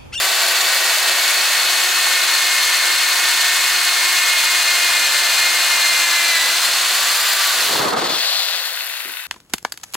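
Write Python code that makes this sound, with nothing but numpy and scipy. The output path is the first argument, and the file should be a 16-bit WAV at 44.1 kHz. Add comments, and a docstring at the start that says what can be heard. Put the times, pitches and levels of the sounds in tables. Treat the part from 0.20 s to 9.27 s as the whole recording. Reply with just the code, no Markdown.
"""A harsh, grinding whine: a corded drill turns a hole saw through a plastic box in a small room.
One shaft drives the hum, gear mesh, commutator buzz and brush hiss, so their pitch sags under load
and rises as the saw breaks through. The drill is lifted out to the left and its cooling air sweeps
over the microphone. With the power off it coasts down in falling whistles and rattling gears,
and a hand bumps the box."""
import sys
import numpy as np
from scipy import signal
from scipy.fft import rfft, irfft, next_fast_len
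from scipy.io import wavfile
from scipy.ndimage import map_coordinates

SR = 44100
rng = np.random.default_rng(int(sys.argv[2]) if len(sys.argv) > 2 else 0)


def persist_wave(psi):
    """Save psi, clipped to +-1, as 16-bit WAV."""
    counts = np.round(np.clip(psi, -1, 1) * 32767).astype(np.int16)
    wavfile.write(sys.argv[1], SR, np.atleast_2d(counts).T)


N = 399974
TIME = np.arange(N) / SR

PIERCE_S, THROUGH_S, CLEAR_S = 4.5, 6.1, 6.95  # first teeth pierce, the disc gives way, the saw is clear
RELEASE_S, SWING_START_S, SWING_END_S = 7.3, 7.58, 8.05  # trigger let go; the drill swings left
FREE_SPEED, LOADED_SPEED = 402, 352  # shaft with no load and full load [turns/s]
MAINS_HZ, TOP_HZ = 60, 15850

# Motor shaft under power: (time [s], speed [turns/s])
SHAFT_SPEED = [(0, 382), (.6, 374), (1.2, 366.5), (1.7, 363.5), (2.3, 357.5), (2.7, 358.5), (3.1, 362),
               (4, 357), (5, 350), (5.4, 354), (5.8, 348), (6.1, 340), (6.19, 328), (6.3, 338), (6.5, 354),
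               (6.9, 390), (7.12, 400), (7.3, 378)]
def motor():
    """Torque balance: speed sags with load (0-1); unpowered, friction and quadratic fan drag brake it."""
    friction, drag_speed = 94.3, 248  # deceleration [turns/s^2]; speed where drag equals it [turns/s]
    driven, = curves(SHAFT_SPEED)
    coast_s = np.maximum(TIME - RELEASE_S, 0)
    coasting = drag_speed * np.tan(np.arctan(driven[-1] / drag_speed) - coast_s * friction / drag_speed)
    sag = np.clip((FREE_SPEED - driven) / (FREE_SPEED - LOADED_SPEED), 0, 1)
    load = sag ** 0.91 * (1 - ramp(THROUGH_S, CLEAR_S))
    return np.where(TIME < RELEASE_S, driven, coasting), load


# Noise spectra of gear rattle, gear rasp and brushes: (frequency [Hz], spectral level [dB])
RATTLE_SPECTRUM = [(150, -56), (530, -36), (900, -5), (1100, -3), (1190, -1.5), (1290, -3), (1450, -0.5),
                   (2040, 0), (2240, -2.5), (3100, -4), (4030, -26), (6820, -120)]
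RASP_SPECTRUM = [(400, -70), (1650, -38), (2800, -7), (3070, -8.5), (3480, -1), (3820, -4), (4290, 1.5),
                 (4640, -3), (5400, -11.5), (7020, -21), (11900, -120)]
BRUSH_SPECTRUM = [(2940, -35), (5000, -2), (5760, -3.5), (6250, -0.5), (6860, -2.5), (7560, 1), (8290, -5),
                  (9600, -4.5), (12000, -8.5), (12900, -8.5), (13800, -11.5), (15000, -8.5), (16000, -15)]
def gears_and_brushes(turns, speed, load, powered, mains):
    """Amplitude modulation: friction noise pulses with each turn, while tooth impacts ring the case."""
    shaft = np.cos(2 * np.pi * turns)
    bite = wobble(70)  # the teeth catch unevenly
    rattle_db = by_speed(speed, -23, knee=353, halving_db=8.2) - 0.07 * load
    rattle = amp(rattle_db) * spread(white() * amp(2.5 * shaft + 0.58 * bite), RATTLE_SPECTRUM)
    overrun_db = 1 - powered  # more rasp once the saw drives the motor
    rasp_db = by_speed(speed, -21, knee=192, halving_db=17.4) + overrun_db
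    rasp = amp(rasp_db) * spread(white() * amp(2 * shaft + 0.64 * bite + 0.31 * mains), RASP_SPECTRUM)
    sparks = white() * amp(.9 * shaft + 0.66 * bite + 0.23 * mains + 0.84 * wobble(300))
    brushes = amp(by_speed(speed, -21.5, knee=348, halving_db=9.2)) * spread(sparks, BRUSH_SPECTRUM)
    teeth = unit(filtered(impacts(6 * turns + .2 * wobble(500), scatter_db=3), gear_case))
    return rattle + rasp + brushes + amp(rattle_db - 4.5) * in_room(teeth, wet_db=-9.5)


# Shaft hum: (multiple of shaft speed, relative level loaded [dB], relative level free [dB])
HUM_PARTIALS = [(1, 2, -3), (2, 4.5, 2.5), (3, 9, 13.5), (4, 12.5, 10)]
# Six-tooth mesh with sidebands, and commutator: (multiple of shaft speed, relative level [dB])
MESH_PARTIALS = [(4, -10), (5, -1.5), (6, 1), (7, -.3), (8, -5.5), (9, -12.5), (10, -23), (11, -14)]
BUZZ_PARTIALS = [(12, 0.5), (18, -6), (22, -11), (24, -9.5), (36, -18)]
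def whine(turns, speed, load, mains):
    """Periodic forcing: shaft, gear mesh and commutator radiate harmonics of the rotation rate."""
    free = ramp(THROUGH_S, CLEAR_S)
    idle = (1 - load) * (speed / FREE_SPEED) ** 2
    hum_levels = [(k, loaded_db + free * (free_db - loaded_db)) for k, loaded_db, free_db in HUM_PARTIALS]
    hum_fade = 1 - ramp(RELEASE_S, RELEASE_S + 0.65)
    hum_gain = hum_fade * amp(by_speed(speed, -48.5, knee=380, halving_db=26))
    hum = hum_gain * partials(turns, hum_levels, flutter_db=2.1, flutter_rate=25)

    case_hz, half_width_hz = 1940, 110  # mesh partials swell as they cross this resonance
    mesh_levels = [(k, db + 5.5 / (1 + ((k * speed - case_hz) / half_width_hz) ** 2))
                   for k, db in MESH_PARTIALS]
    mesh_gain = load * (1 - free) ** 2 * amp(-30) + idle * amp(-52)
    mesh = mesh_gain * partials(turns + 0.0058 * wobble(90), mesh_levels, flutter_db=2, flutter_rate=45)

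    shudder = 0.0084 * wobble(130) + 0.003 * mains  # torque ripple twists the armature
    saw_turns = turns / 17.3  # gear reduction
    throb = amp(1.2 * mains + 0.71 * np.cos(2 * np.pi * saw_turns))
    breakout_db = 5 * np.sin(np.pi * free)
    buzz_gain = throb * (load * amp(-29.5) + idle * amp(-34.5 + breakout_db))
    buzz = buzz_gain * partials(turns + shudder, BUZZ_PARTIALS, flutter_db=2.5, flutter_rate=70)
    strain_db = 1.5 * load * np.clip((LOADED_SPEED - speed) / 10, 0, 1)  # the motor bogs down
    return in_room(hum + amp(strain_db) * (mesh + buzz), wet_db=-11)


# Churning saw and droning box bottom: (frequency [Hz], spectral level [dB])
CHURN_SPECTRUM = [(15, -66), (25, -48), (118, -48), (173, -36), (273, -21), (310, -17.5), (357, -12),
                  (393, -13), (425, -16), (498, -4), (603, -3), (684, 2), (814, -2.5), (1100, -8.5),
                  (1430, -36), (2420, -120)]
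DRONE_SPECTRUM = [(40, -27), (110, -17), (170, -9), (275, 6), (330, -2), (600, -20)]
def hole_saw(turns, speed):
    """Forced vibration: teeth scrape the surface, settle in a groove, then set the pierced box droning."""
    scraping = 1 - ramp(0.7, 2.9)
    pierced = ramp(PIERCE_S - .2, PIERCE_S)
    in_groove = (1 - scraping) * (1 - pierced)
    churn_db = by_speed(speed, -35.5, knee=200, halving_db=16.4) + 3.5 * scraping - 2.5 * in_groove
    pulsing = amp(1.4 * np.cos(2 * np.pi * turns))
    churn = amp(churn_db + 0.56 * wobble(12)) * spread(white() * pulsing, CHURN_SPECTRUM)
    droning = pierced * (1 - ramp(CLEAR_S - .05, CLEAR_S))
    drone_db = -58.5 + 2.5 * (TIME - PIERCE_S) + 2.3 * wobble(25)
    return churn + droning * amp(drone_db) * spread(white(), DRONE_SPECTRUM)


# Envelope of the commutator's treble: (time [s], relative level [dB])
WHISTLE_LEVEL = [(0, -37), (6.2, -51), (7.1, -34.5), (7.85, -41), (8.2, -42.5), (8.93, -41), (9.07, -46)]
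# Treble resonance and the fizz around it: (frequency [Hz], gain [dB])
TREBLE_RESONANCE = [(9000, -22), (12000, -9), (13500, 0), (14500, 2), (16000, 1)]
FIZZ_SPECTRUM = [(6000, -28), (10000, -2), (12000, -3), (13500, 0), (16000, -11)]
def commutator_whistles(turns, speed, powered, bars=12):
    """Resonance: bar-rate harmonics slide through a treble peak, blurred by sparking under power."""
    level_db, = curves(WHISTLE_LEVEL)
    bar_phase = bars * (turns + (0.0008 + .0018 * powered) * wobble(400))
    tones = np.zeros(N)
    for k in range(3, 10):
        hz = k * bars * speed
        tones += amp(along(TREBLE_RESONANCE, hz)) * (hz < TOP_HZ) * np.sin(2 * np.pi * k * bar_phase)
    fizz = amp(6.5) * spread(white() * amp(2.8 * wobble(110)), FIZZ_SPECTRUM)
    return amp(level_db) * (in_room(tones, wet_db=-6) + fizz)


# Modes of the gear case: (frequency [Hz], bandwidth [Hz], gain [dB])
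CASE_MODES = [(1471, 134, 1), (1936, 224, 1), (2600, 290, 1.5), (3080, 250, -1.5), (3660, 220, -1),
              (4310, 420, -8.5)]
def gear_case(hz):
    """Modal superposition: the case responds as a sum of damped resonators of alternating sign."""
    return sum((-1) ** k * amp(db) * 1j * hz * width / (centre ** 2 - hz ** 2 + 1j * hz * width)
               for k, (centre, width, db) in enumerate(CASE_MODES))


def gear_chatter(turns):
    """Impact excitation: unpowered, the loose gears tick in their case ever more slowly."""
    ticks = unit(filtered(impacts(1.5 * turns + .3 * wobble(150), scatter_db=6.5), gear_case))
    level_db = -30 - 4 * np.maximum(TIME - SWING_END_S, 0)
    return ramp(RELEASE_S, SWING_END_S) * amp(level_db) * in_room(ticks, wet_db=-11)


# Blows between gear teeth: (time [s], level [dB])
GEAR_KNOCKS = [(8.285, -11.5), (8.3384, -15), (8.573, -11.5), (8.6077, -12), (8.697, -14), (8.738, -14),
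               (8.8024, -13.5), (8.8937, -16.5), (8.9377, -15.5), (8.9702, -13.5), (8.9938, -17),
               (9.0228, -22), (9.053, -21.5)]
def backlash():
    """Impulse response: the slowing gears knock across their play, and each blow rings the case."""
    blows = np.zeros(N)
    for s, db in GEAR_KNOCKS:
        blows[round(s * SR)] = amp(db)
    ring = filtered(blows, gear_case)
    return in_room(ring * blows.max() / np.abs(ring).max(), wet_db=-2)


# Cooling air on the microphone: (time [s], level [dB])
JET_LEVEL = [(7.33, -56), (7.37, -39), (7.48, -32), (7.55, -21), (7.72, -19), (7.9, -24.5), (7.97, -30),
             (8.042, -56)]
# Its turbulence: (frequency [Hz], spectral level [dB])
JET_SPECTRUM = [(15, -59), (25, -31), (86, -21), (140, -10.5), (224, -7.5), (275, -4), (482, -0.5),
                (815, -1.5), (1230, -1.5), (2200, -13), (2860, -45), (4840, -120)]
# Its likeness between left and right: (frequency [Hz], correlation [-1 to 1])
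JET_CORRELATION = [(60, 1), (240, 0.66), (950, 0.13), (3770, 0.56), (15000, -0.07)]
def fan_jet():
    """Turbulence: pressure fluctuations in the cooling fan's jet buffet the microphone as it passes."""
    level_db, = curves(JET_LEVEL)
    start_s, end_s = JET_LEVEL[0][0], JET_LEVEL[-1][0]
    passing = ramp(start_s - .02, start_s) - ramp(end_s, end_s + .02)
    return passing * amp(level_db + 1.7 * wobble(110)) * spread(white(), JET_SPECTRUM, JET_CORRELATION)


# A hand takes hold of the box: (time [s], level [dB])
HAND_BUMPS = [(8.85, -41), (8.885, -54)]
# The box's dull response: (frequency [Hz], spectral level [dB])
BOX_SPECTRUM = [(30, -33), (130, -16), (280, 4), (600, 1), (1500, -30)]
def box_bumps(t60_s=0.23):
    """Damping: each soft bump on the plastic box dies away exponentially."""
    envelope = sum(amp(db - 60 * np.abs(TIME - s) / t60_s) * (TIME > s) for s, db in HAND_BUMPS)
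    return envelope * spread(white(), BOX_SPECTRUM)


def swing_left(drill, lag_s=7.5e-5):
    """Level and time differences place the drill to the left; it dips and flutters as the jet passes."""
    moved = ramp(SWING_START_S, SWING_END_S)
    pan_db = 0.7 + 4.8 * moved  # left minus right
    dip_db = np.exp(-((TIME - 7.75) / 0.15) ** 2) * (4 + 4.7 * np.abs(wobble(60)))
    right = map_coordinates(drill[1], [np.arange(N) - moved * lag_s * SR], order=5)
    return np.array([drill[0], right]) * amp(np.array([pan_db, -pan_db]) / 2 - dip_db)


# Decay of the small room: (frequency [Hz], reverberation time [s])
ROOM_T60 = [(200, 0.086), (2000, 0.79), (12000, 0.13)]
def in_room(x, wet_db):
    """Reverberation: a short diffuse tail follows the direct sound at each ear."""
    hz, t, noise = signal.stft(rng.standard_normal((2, SR // 3)), SR, nperseg=256)
    tail = signal.istft(noise * amp(-60 * t / along(ROOM_T60, hz)[:, None]), SR, nperseg=256)[1]
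    return x + amp(wet_db) * signal.fftconvolve(x[None], tail / np.linalg.norm(tail[0]), axes=1)[:, :N]


# Left-right likeness of drill and box noise: (frequency [Hz], correlation [-1 to 1])
NEAR_CORRELATION = [(60, 1), (250, 1), (500, 1), (1000, 0.96), (2000, 0.99), (4000, 0.75), (8000, 0.61),
                    (14000, 0.61)]
def spread(pair, spectrum, correlation=NEAR_CORRELATION):
    """Partial coherence: two independent noises mix, as mid and side, into coloured stereo of rms 1."""
    def response(hz):
        angle = np.arccos(np.clip(along(correlation, hz), -1, 1)) / 2
        return amp(along(spectrum, hz)) * [np.cos(angle), np.sin(angle)]
    mid, side = filtered(pair, response)
    return unit(np.array([mid + side, mid - side]))


def partials(turns, levels, flutter_db, flutter_rate):
    """Harmonic series: sines locked to the shaft, each fluttering in strength."""
    return np.sqrt(2) * sum(amp(db + flutter_db * wobble(flutter_rate))
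                            * np.sin(2 * np.pi * (round(k) * turns + rng.random())) for k, db in levels)


def impacts(phase, scatter_db):
    """Impulse train: one pulse of random size and sign each time the phase passes a whole number."""
    at = np.flatnonzero(np.diff(np.floor(phase)) > 0)
    sizes = amp(scatter_db * np.clip(rng.standard_normal(len(at)), -2, 2))
    train = np.zeros(N)
    train[at] = sizes * rng.choice([-1, 1], len(at))
    return train


def by_speed(speed, full_db, knee, halving_db):
    """Power law: below the knee [turns/s] the level loses halving_db with each halving of speed."""
    return full_db + halving_db * np.minimum(np.log2(speed / knee), 0)


def filtered(x, response):
    """Linear filtering: the spectrum of x times a complex response of frequency."""
    size = next_fast_len(N + SR // 4)
    return irfft(rfft(x, size) * response(np.fft.rfftfreq(size, 1 / SR)), size)[..., :N]


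def wobble(rate):
    """Slow random modulation: a spline through rate knots a second."""
    knots = rng.standard_normal(int(N * rate / SR) + 4)
    coarse = np.arange(0, N + 16, 16)
    return np.interp(np.arange(N), coarse, map_coordinates(knots, [coarse * rate / SR]))


def white():
    """Two independent white noises."""
    return rng.standard_normal((2, N))


def along(points, hz):
    """Interpolation of (frequency [Hz], value) points on a logarithmic axis."""
    freqs, values = np.transpose(points)
    return np.interp(np.log(hz + 1), np.log(freqs + 1), values)


def curves(rows):
    """Interpolation in time: one value per sample for each column after the first."""
    times, *columns = np.transpose(rows)
    return [np.interp(TIME, times, column) for column in columns]


def ramp(start_s, end_s):
    """Linear rise from 0 to 1 between two times."""
    return np.clip((TIME - start_s) / (end_s - start_s), 0, 1)


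def amp(db):
    """Decibels to amplitude ratio."""
    return 10 ** (np.asarray(db) / 20)


def unit(x):
    """Normalisation to rms 1."""
    return x / np.sqrt(np.mean(x ** 2) + 1e-20)


def scene():
    """Superposition: the drill's parts, driven by one shaft, add to the air jet and the box bumps."""
    speed, load = motor()
    turns = np.cumsum(speed * (1 + .0013 * wobble(22))) / SR
    powered = 1 - ramp(RELEASE_S - .1, RELEASE_S)
    mains = powered * np.cos(2 * np.pi * MAINS_HZ * TIME)
    drill = whine(turns, speed, load, mains) + commutator_whistles(turns, speed, powered)
    drill += gears_and_brushes(turns, speed, load, powered, mains)
    drill += hole_saw(turns, speed) + gear_chatter(turns) + backlash()
    return swing_left(drill) + fan_jet() + box_bumps()


def record(dry):
    """Soft saturation rounds the highest peaks; a low-pass cut removes everything above TOP_HZ."""
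    ceiling = .9
    rounded = dry / (1 + (dry / ceiling) ** 6) ** (1 / 6)
    return filtered(rounded, lambda hz: hz < TOP_HZ)


dry = scene()
out = record(dry)
persist_wave(out)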